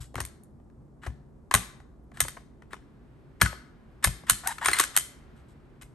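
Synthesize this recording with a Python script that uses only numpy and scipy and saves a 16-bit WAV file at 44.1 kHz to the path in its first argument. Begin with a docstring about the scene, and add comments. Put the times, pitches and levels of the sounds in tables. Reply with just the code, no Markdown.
"""Working a pistol's slide

A slide is worked by hand close to two microphones in a small quiet room. Impacts make the steel parts
clack and chatter, sliding friction rubs and squeaks on the rails, and springs ring on in free vibration.
Hard blows jolt the hands with a low thump; early reflections and a short reverberant tail answer."""
import sys
import numpy as np
from scipy import signal
from scipy.fft import rfft, irfft
from scipy.io import wavfile
from scipy.ndimage import uniform_filter1d

SR = 44100
rng = np.random.default_rng(int(sys.argv[2]) if len(sys.argv) > 2 else 0)


def waveform_to_disk(signal):
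    """Save audio, clipped to [-1, 1], as 16-bit WAV at the path in sys.argv[1]."""
    frames = np.transpose(np.atleast_2d(signal))
    scaled = np.clip(frames, -1, 1) * 32767
    samples = np.round(scaled).astype(np.int16)
    wavfile.write(sys.argv[1], SR, samples)


N = 262306


def amp(db):
    """Amplitude ratio of a level in decibels."""
    return 10 ** (np.asarray(db) / 20)


def unit_rms(x):
    """Normalisation to a mean square of one."""
    return x / np.sqrt(np.mean(x ** 2) + 1e-20)


def curve_at(points, hz):
    """Interpolation on a logarithmic frequency axis."""
    f, value = np.transpose(points)
    return np.interp(np.log(hz + 1), np.log(f + 1), value)


def add(mix, start_s, sound):
    """Superposition of a sound on the mix, in place."""
    part = mix[:, max(round(start_s * SR), 0):][:, :sound.shape[-1]]
    part += sound[..., :part.shape[1]]


def frequencies(x):
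    """Frequency axis of the spectrum of x, in Hz."""
    return np.fft.rfftfreq(x.shape[-1], 1 / SR)


def colour(x, points):
    """Zero-phase filtering by a curve of (f/Hz, gain/dB) points."""
    return irfft(rfft(x) * amp(curve_at(points, frequencies(x))), x.shape[-1])


def decay(t, t60):
    """Exponential damping: a fall of 60 dB in t60 seconds."""
    return np.exp(-np.log(1000) * t / t60)


def wander(size, span):
    """Slow random fluctuation: noise averaged over span samples, at unit RMS."""
    return unit_rms(uniform_filter1d(rng.standard_normal(size), span))


# Coherence of diffuse sound at the two microphones: f/Hz, coherence
COHERENCE = [(50, .85), (150, .85), (300, .6), (1000, .45), (2500, .3), (6000, .5), (8500, .88),
             (10200, .985), (12000, .93)]
def diffuse_noise(size):
    """Diffuse field: sound from all sides is only partly coherent at two points."""
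    noise = rng.standard_normal((2, size))
    left, other = rfft(noise)
    coherence = np.clip(curve_at(COHERENCE, frequencies(noise)), 0, 1)
    right = coherence * left + np.sqrt(1 - coherence ** 2) * other
    return irfft(np.array([left, right]), size)


# Spectra of the rumble and the hiss: f/Hz, relative level/dB
RUMBLE_SPECTRUM = [(12, -36), (20, -17.5), (60, 0), (98, -10.5), (138, -2.5), (182, -13), (216, -6.5),
                   (301, -13), (367, -12.5), (480, -21), (660, -24), (1150, -31), (1260, -33.5),
                   (2820, -56.5), (11100, -52), (16000, -74.5)]
HISS_SPECTRUM = [(200, -10.5), (700, -0.5), (1500, -0.5), (2500, -8.5), (4500, -17.5), (7000, -28.5),
                 (12000, -26.5), (14000, -43.5)]
# Envelope of the hiss: t/s, level/dB
HISS_ENVELOPE = [(0, -85), (2.399, -78), (2.901, -69), (3.901, -67), (5.3, -62.5), (5.95, -70)]
def room_tone(rumble_db=-52):
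    """Diffuse background noise: a steady low rumble and a faint hiss that comes up halfway."""
    rumble = unit_rms(colour(diffuse_noise(N), RUMBLE_SPECTRUM))
    hiss = unit_rms(colour(diffuse_noise(N), HISS_SPECTRUM))
    hiss_db = np.interp(np.arange(N) / SR, *np.transpose(HISS_ENVELOPE))
    return amp(rumble_db) * rumble + amp(hiss_db) * hiss


# Reverberation time: f/Hz, T60/s
REVERB_TIME = [(200, 0.545), (1000, 0.728), (2500, 0.4497), (5000, 0.449), (8000, 0.3507), (12000, 0.3),
               (16000, 0.1)]
# Spectrum of the tail: f/Hz, gain/dB
REVERB_SPECTRUM = [(200, -8.5), (1000, -23), (2000, -17.5), (2800, -14), (4500, -11), (8000, -12),
                   (10500, -12.5), (11500, -10), (12100, -21.5), (13500, -37)]
def reverberation(dry, onset_s=0.0017):
    """Reverberation: a diffuse tail decays exponentially, sooner in the treble."""
    t = np.arange(SR // 2) / SR
    hz, frame_s, spectra = signal.stft(diffuse_noise(len(t)), SR, nperseg=256)
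    damping = decay(frame_s, curve_at(REVERB_TIME, hz)[:, None])
    tail = signal.istft(spectra * damping, SR)[1][:, :len(t)]
    tail *= 1 - np.exp(-(t / onset_s) ** 2)
    response = colour(tail / np.linalg.norm(tail[0]), REVERB_SPECTRUM)
    return signal.oaconvolve(dry[:1], response, axes=1)[:, :N]


# Echoes from near surfaces: delay/s, gain/dB
REFLECTIONS = [(.0095, -12), (0.0142, -18.5), (0.0213, -20), (.034, -21.5)]
def early_reflections(dry, smear_s=0.00055):
    """Reflection: each near surface returns a delayed, slightly smeared copy."""
    response, t = np.zeros((2, SR // 20)), np.arange(256) / SR
    for delay, db in REFLECTIONS:
        echo = diffuse_noise(len(t)) * np.exp(-t / smear_s)
        add(response, delay, amp(db) * echo / np.linalg.norm(echo[0]))
    return signal.oaconvolve(dry[:1], response, axes=1)[:, :N]


# Jolts of the gun in the hands: t/s, level/dB, tilt/(dB per octave)
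HAND_JOLTS = [(0.0, -38.5, -4.5), (0.155, -29.5, 4.5), (0.203, -35.5, -7), (1.071, -29, -4),
              (1.540, -22, 2), (2.211, -31.5, -2), (3.415, -16, -1), (4.056, -20.5, -2), (4.298, -30.5, 0),
              (4.672, -36.5, -3.5)]
# Modes of the thump: mean f/Hz, relative level/dB, T60/s
THUMP_MODES = [(56, -3.5, 0.25), (69.66, -1, 0.14), (111.6, 1, .17), (140, -4, 0.17), (170.2, -8.5, .24),
               (259.6, -13.5, 0.19), (332.5, -16, 0.14)]
def hand_thumps(rise_s=0.01, detune=0.11, spread_cycles=0.014):
    """Transient excitation: a jolt stirs low damped modes, a little out of phase on the two sides."""
    out, t = np.zeros((2, N)), np.arange(SR // 2) / SR
    pivot_hz = THUMP_MODES[2][0]
    for start, db, tilt in HAND_JOLTS:
        for hz, mode_db, t60 in THUMP_MODES:
            phase = rng.random() + spread_cycles * rng.standard_normal((2, 1))
            detuned_hz = hz * (1 + detune * rng.standard_normal())
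            tone = np.sin(2 * np.pi * (detuned_hz * t + phase))
            envelope = (1 - np.exp(-(t / rise_s) ** 2)) * decay(t, t60)
            add(out, start, amp(db + mode_db + tilt * np.log2(hz / pivot_hz)) * envelope * tone)
    return out


# Squeaks of the slide: t/s, duration/s, first slip rate/Hz, last slip rate/Hz, level/dB
SLIDE_SQUEAKS = [(4.433, .026, 300, 570, -42.5), (4.455, .05, 680, 1060, -33.5),
                 (4.502, .026, 780, 1020, -36), (4.612, .016, 195, 180, -36), (4.617, .026, 830, 1100, -34)]
def squeaks(jitter=0.04, rasp=.035, band_hz=(668, 1740), taper_share=0.398):
    """Stick-slip friction: slow slips are heard as a creak, fast ones as a chirp."""
    out = np.zeros((2, N))
    band = signal.butter(3, band_hz, "band", fs=SR, output="sos")
    for start, length, from_hz, to_hz, db in SLIDE_SQUEAKS:
        n = round(length * SR)
        slip_hz = np.linspace(from_hz, to_hz, n) * (1 + jitter * wander(n, span=80))
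        slips = np.diff(np.floor(np.cumsum(slip_hz) / SR), prepend=-1)  # one impulse a cycle
        force = (slips + rasp * rng.standard_normal(n)) / np.sqrt(abs(slip_hz))
        squeak = unit_rms(signal.sosfilt(band, force))
        add(out, start, amp(db) * squeak * signal.windows.tukey(n, taper_share))
    return out


def contact_noise(size, uneven_db=1.0, stereo_width=0.39):
    """Tiny impacts of uneven strength merge into noise, almost alike on both sides."""
    shared, strength, left, right = rng.standard_normal((4, size))
    strength_db = uneven_db * unit_rms(uniform_filter1d(strength, size=24))
    return (shared + stereo_width * np.array([left, right])) * amp(strength_db)


# Resonances of frame, barrel and slide: unshifted f/Hz, bandwidth/Hz, gain over the bare contact/dB
GUN_RESONANCES = [(722, 12, -7), (1110, 100, 1.5), (1302, 240, -3), (1544, 330, 3.5), (1753, 90, -0.5),
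                  (1966, 180, 0), (3115, 110, 3.5), (3616, 160, 1.5), (4138, 270, 0.5), (5744, 60, -4),
                  (7820, 220, 1.5), (8440, 650, 4), (8753, 480, 2), (9700, 27, -0.5), (11050, 150, 3),
                  (11130, 120, 2.5)]
def gun_body(force, shift=0.94):
    """Forced vibration: resonances, shifted by grip and slide position, add to the bare contact."""
    out = force.copy()
    for hz, width, db in GUN_RESONANCES:
        resonator = signal.iirpeak(hz * shift, hz / width, SR)
        out += amp(db) * signal.lfilter(*resonator, force)
    return out


# The fading tail of a click at the very start (first row), then steel rubbing on the rails:
# start t/s, end t/s, first level/dB, last level/dB, treble gain/dB
CLICK_TAIL_AND_STROKES = [(0.0, 0.079, -42, -67.5, 8.5), (4.429, 4.533, -49.5, -39.5, 2),
                          (4.609, 4.658, -40, -31.5, -5), (4.648, 4.731, -29.5, -38, -2),
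                          (4.722, 4.846, -30, -34, -1), (5.353, 5.428, -61.5, -78.5, -1.5),
                          (5.478, 5.534, -67, -73.5, 6.5), (5.811, 5.836, -48.5, -51, -1.5)]
# Colour of the rubbing: f/Hz, gain/dB
RUB_SPECTRUM = [(200, -26), (700, -6.5), (1200, -0.5), (2250, 1), (2900, -2), (6000, -7), (9000, -7.5),
                (11500, -4), (13200, -28), (16000, -34)]
def friction_and_click_tail(catch_db=2.5, swell_share=0.12):
    """Sliding friction: small catches drive the gun's resonances; like noise forms a click's tail."""
    out = np.zeros((2, N))
    for start, end, from_db, to_db, treble_db in run_ups() + CLICK_TAIL_AND_STROKES:
        n = round((end - start) * SR)
        catches = amp(catch_db * wander(n, span=160))
        noise = colour(gun_body(contact_noise(n) * catches), RUB_SPECTRUM)
        noise = colour(noise, [(2000, 0), (5000, treble_db)])
        swell = 1 - np.exp(-(np.linspace(0, 1, n) / swell_share) ** 2)
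        envelope = amp(np.linspace(from_db, to_db, n)) * swell * signal.windows.tukey(n, .15)
        add(out, start, unit_rms(noise) * envelope)
    return out


# Tones of springs and small parts: t/s, f/Hz, level/dB, T60/s
SPRING_TONES = [(1.540, 808, -21.5, 0.0424), (1.540, 1053, -17, 0.0513), (1.550, 1163, -34.5, .27),
                (1.550, 1276, -42, .29), (3.459, 1276, -35.5, .36), (4.965, 3149, -47, .42),
                (3.459, 1479, -20, 0.0633), (4.659, 8880, -20, .09), (4.712, 8670, -27.5, 0.048),
                (4.7325, 2035, -8.5, .022), (4.732, 4180, -16, 0.0315), (4.734, 8930, -21, 0.074),
                (4.965, 3204, -22.5, .029), (4.965, 2040, -42, .3), (4.965, 10300, -3.5, 0.0097)]
# Modes of the slide: f/Hz, relative level/dB, T60/s
SLIDE_TONES = [(1705, 0.5, 0.036), (3608.4, -8.5, 0.02)]
def ringing(rise_s=0.00079):
    """Free vibration: springs, small parts and, at each stop, the slide ring as damped sinusoids."""
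    out, t = np.zeros((2, N)), np.arange(SR // 2) / SR
    slide_tones = [(start + chatter / 2, hz, db + ring_db + mode_db, t60)
                   for start, chatter, db, _, _, ring_db, *_ in SLIDE_STOPS
                   for hz, mode_db, t60 in SLIDE_TONES]
    for start, hz, db, t60 in slide_tones + SPRING_TONES:
        envelope = (1 - np.exp(-t / rise_s)) * decay(t, t60)
        add(out, start, amp(db) * envelope * np.sin(2 * np.pi * hz * t))
    return out


# The slide hits its stops: t/s, chatter/s, level/dB, tilt/(dB per octave), relative knock/dB,
# relative ring/dB, relative echo/dB, run-up duration/s, final run-up level/dB
SLIDE_STOPS = [(0.2028, 0.00277, -31, -1.38, -10.5, -0.5, -17.5, .055, -45),
               (1.0629, 0.00853, -40.5, -6, -1, -6, -13.5, .049, -47),
               (1.5393, 0.002185, -18, 0, -11.5, -15, -1, .027, -44.5),
               (2.2033, 0.0029, -25.5, 2, -13, 4.5, -9, 0.071, -50),
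               (2.731, 0.00276, -36, -6.5, -8, -7.5, -9.5, .028, -49),
               (3.4128, 0.00625, -15.5, -2.5, -15, 3, -23, .014, -40.5),
               (4.041, 0.0056, -21.5, 0.3338, -13.5, 4.5, -13, .017, -33.5),
               (4.2965, 0.0031, -19.5, 1.5, -19, 0.5, -10.5, 0.033, -36.5),
               (4.964, 0.00104, -27, 3, -16, -16.5, 2.5, .026, -38)]
def blows_and_echoes(echo_s=.0088, echo_length_s=0.0019, tilt_drop=1):
    """Near echo: each blow on a stop comes back about 9 ms later, duller, from a nearby surface."""
    rows = []
    for start, chatter, db, tilt, knock_db, _, echo_db, _, _ in SLIDE_STOPS:
        rows.append((start, chatter, db, tilt, knock_db))
        rows.append((start + echo_s, echo_length_s, db + echo_db, tilt - tilt_drop, knock_db))
    return rows


def run_ups(growth_db=10.5, treble_db=-4, treble_per_tilt=0.52, overrun_s=.004):
    """Friction grows towards each stop; the harder the contact, the brighter the rub."""
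    return [(hit - length, hit + overrun_s, db - growth_db, db, treble_db + treble_per_tilt * tilt)
            for hit, _, _, tilt, *_, length, db in SLIDE_STOPS]


# Loose parts touch and catch; the row at 4.808 s is the near echo of the contact at 4.7959 s: # t/s, chatter/s,
# level/dB, tilt/(dB per octave), relative knock/dB
LOOSE_CONTACTS = [(0.1422, .0026, -54, -3, 13), (0.155, .0007, -31, -5, -11.5), (0.180, 0.0059, -38, -8, 0),
                  (0.2503, .0023, -47.5, 3, -20.5), (0.4345, .001, -85, 10, 0),
                  (0.599, 0.0024, -72.5, -8.5, 11.5), (0.699, 0.00226, -67.5, -7, -15),
                  (1.033, .0068, -44.5, -11, -12), (1.5109, .0035, -25.5, -6, -10),
                  (1.801, .0026, -55.5, -6.5, -1.5), (2.116, .003, -57, -7.5, 3.5),
                  (2.171, .0023, -43, -5, -10.5), (2.2497, .0036, -41.5, -12, -2),
                  (2.2822, .003, -37, -0.87, -15.5), (2.368, .006, -45.5, -9.5, -1),
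                  (2.621, .0029, -52, -8.5, -8.5), (3.456, .007, -29.5, -4, -26.5),
                  (3.527, .0037, -42.5, -14.5, -1.5), (4.071, .0025, -33.5, -1.15, -4.5),
                  (4.236, .002, -59.5, -6.5, 8.5), (4.4723, .0023, -32, 2.5, -16.5),
                  (4.5815, .0044, -37, -6, -26), (4.6465, .0032, -33.5, -1, -14.5),
                  (4.657, .0039, -21, -2.5, -19.5), (4.6833, .003, -18, -5, -12.5),
                  (4.713, .003, -33, -.5, -7), (4.7313, .0046, -30, -0.5, -24),
                  (4.786, .0034, -29.5, 1, -27), (4.7959, .0064, -19, -0.99, -14),
                  (4.808, .0061, -29.5, -1.5, -32), (4.837, .003, -28, -1.44, -26),
                  (5.819, .0038, -57, 1.5, -9)]
# Bands of a clack, the frame's knock first and then the steel: lower f/Hz, upper f/Hz
CLACK_BANDS = [(300, 850), (920, 2400), (2400, 6500), (6500, 9500), (9500, 12300)]
# Each steel band before the tilt: relative level/dB
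STEEL_LEVELS = [-0.5, -3, 0, 1]
def clacks(rise_share=0.15, fall_s=0.002, sizzle_db=-12.5):
    """Impact excitation: contacts chatter briefly; a hard one is bright, a heavy one knocks the frame."""
    out, t = np.zeros((2, N)), np.arange(3072) / SR
    bands = [signal.butter(4, edges, "band", fs=SR, output="sos") for edges in CLACK_BANDS]
    sizzle_band = signal.butter(2, CLACK_BANDS[-1][1], "high", fs=SR, output="sos")
    octaves = np.log2(CLACK_BANDS[1:]).mean(axis=1)
    for start, chatter, level_db, tilt, knock_db in LOOSE_CONTACTS + blows_and_echoes():
        onset = np.minimum(t / (rise_share * chatter), 1)  # a long, glancing contact starts softly
        release = np.exp(-np.maximum(t - chatter, 0) / fall_s)
        force = contact_noise(len(t)) * onset * release
        vibration = gun_body(force, shift=rng.uniform(.975, 1.025))
        attack = t < chatter + .003
        steel_db = STEEL_LEVELS + tilt * (octaves - octaves[0])
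        for band, db in zip(bands + [sizzle_band], [knock_db, *steel_db, steel_db[-1] + sizzle_db]):
            part = signal.sosfilt(band, vibration)
            attack_rms = np.sqrt(np.mean(part[:, attack] ** 2))
            add(out, start, amp(level_db + db) * part / attack_rms)
    return out


def scene(direction_count=3):
    """Superposition: direct sound, reflections, reverberation and thumps over the room tone."""
    ring_and_rub = ringing() + friction_and_click_tail() + squeaks()
    # the gun radiates a different fine pattern in each direction; the room gathers them all
    directions = [clacks() + ring_and_rub for _ in range(direction_count)]
    tail = sum(reverberation(sound) for sound in directions) / np.sqrt(direction_count)
    gun = directions[0] + early_reflections(directions[1]) + tail + hand_thumps()
    return place_left(gun) + room_tone()


# Balance between the microphones: f/Hz, left minus right level/dB
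LEVEL_DIFFERENCE = [(50, 5), (250, 3), (700, 6.5), (1200, 6), (2000, 2.5), (5000, 4), (8500, 0), (16000, 0)]
def place_left(sound):
    """Level difference: the gun is nearer the left microphone and so louder there."""
    left_gain = amp(curve_at(LEVEL_DIFFERENCE, frequencies(sound)) / 2)
    return irfft(rfft(sound) * [left_gain, 1 / left_gain], N)


# Frequency response of the microphones: f/Hz, gain/dB
MIC_RESPONSE = [(30, 0), (11400, -1), (12100, -2), (12900, -12.5), (15500, -15), (16800, -21)]
# Phase between the microphones: f/Hz, lead of the left/rad
PHASE_LEAD = [(50, .15), (1500, .3), (2700, .8), (4000, .6), (6000, .45), (7600, .65), (8500, 0),
              (9400, -1.7), (10200, -3.14), (11300, -4.9), (12000, -5.9), (13200, -8.5)]
def record(dry, cutoff_hz=16800):
    """Transduction: the microphones lose top treble and differ in phase; soft clipping, then low-pass."""
    padded = colour(np.pad(dry, ((0, 0), (0, SR // 10))), MIC_RESPONSE)
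    lead = curve_at(PHASE_LEAD, frequencies(padded))
    left = irfft(rfft(padded[0]) * np.exp(1j * lead), padded.shape[1])
    pair = np.array([left, padded[1]])[:, :N]
    rounded = pair / (1 + pair ** 4) ** (1 / 4)
    lowpass = signal.firwin(511, cutoff_hz, window=("kaiser", 9), fs=SR)
    return signal.oaconvolve(rounded, lowpass[None], "same")


dry = scene()
out = record(dry)
waveform_to_disk(out)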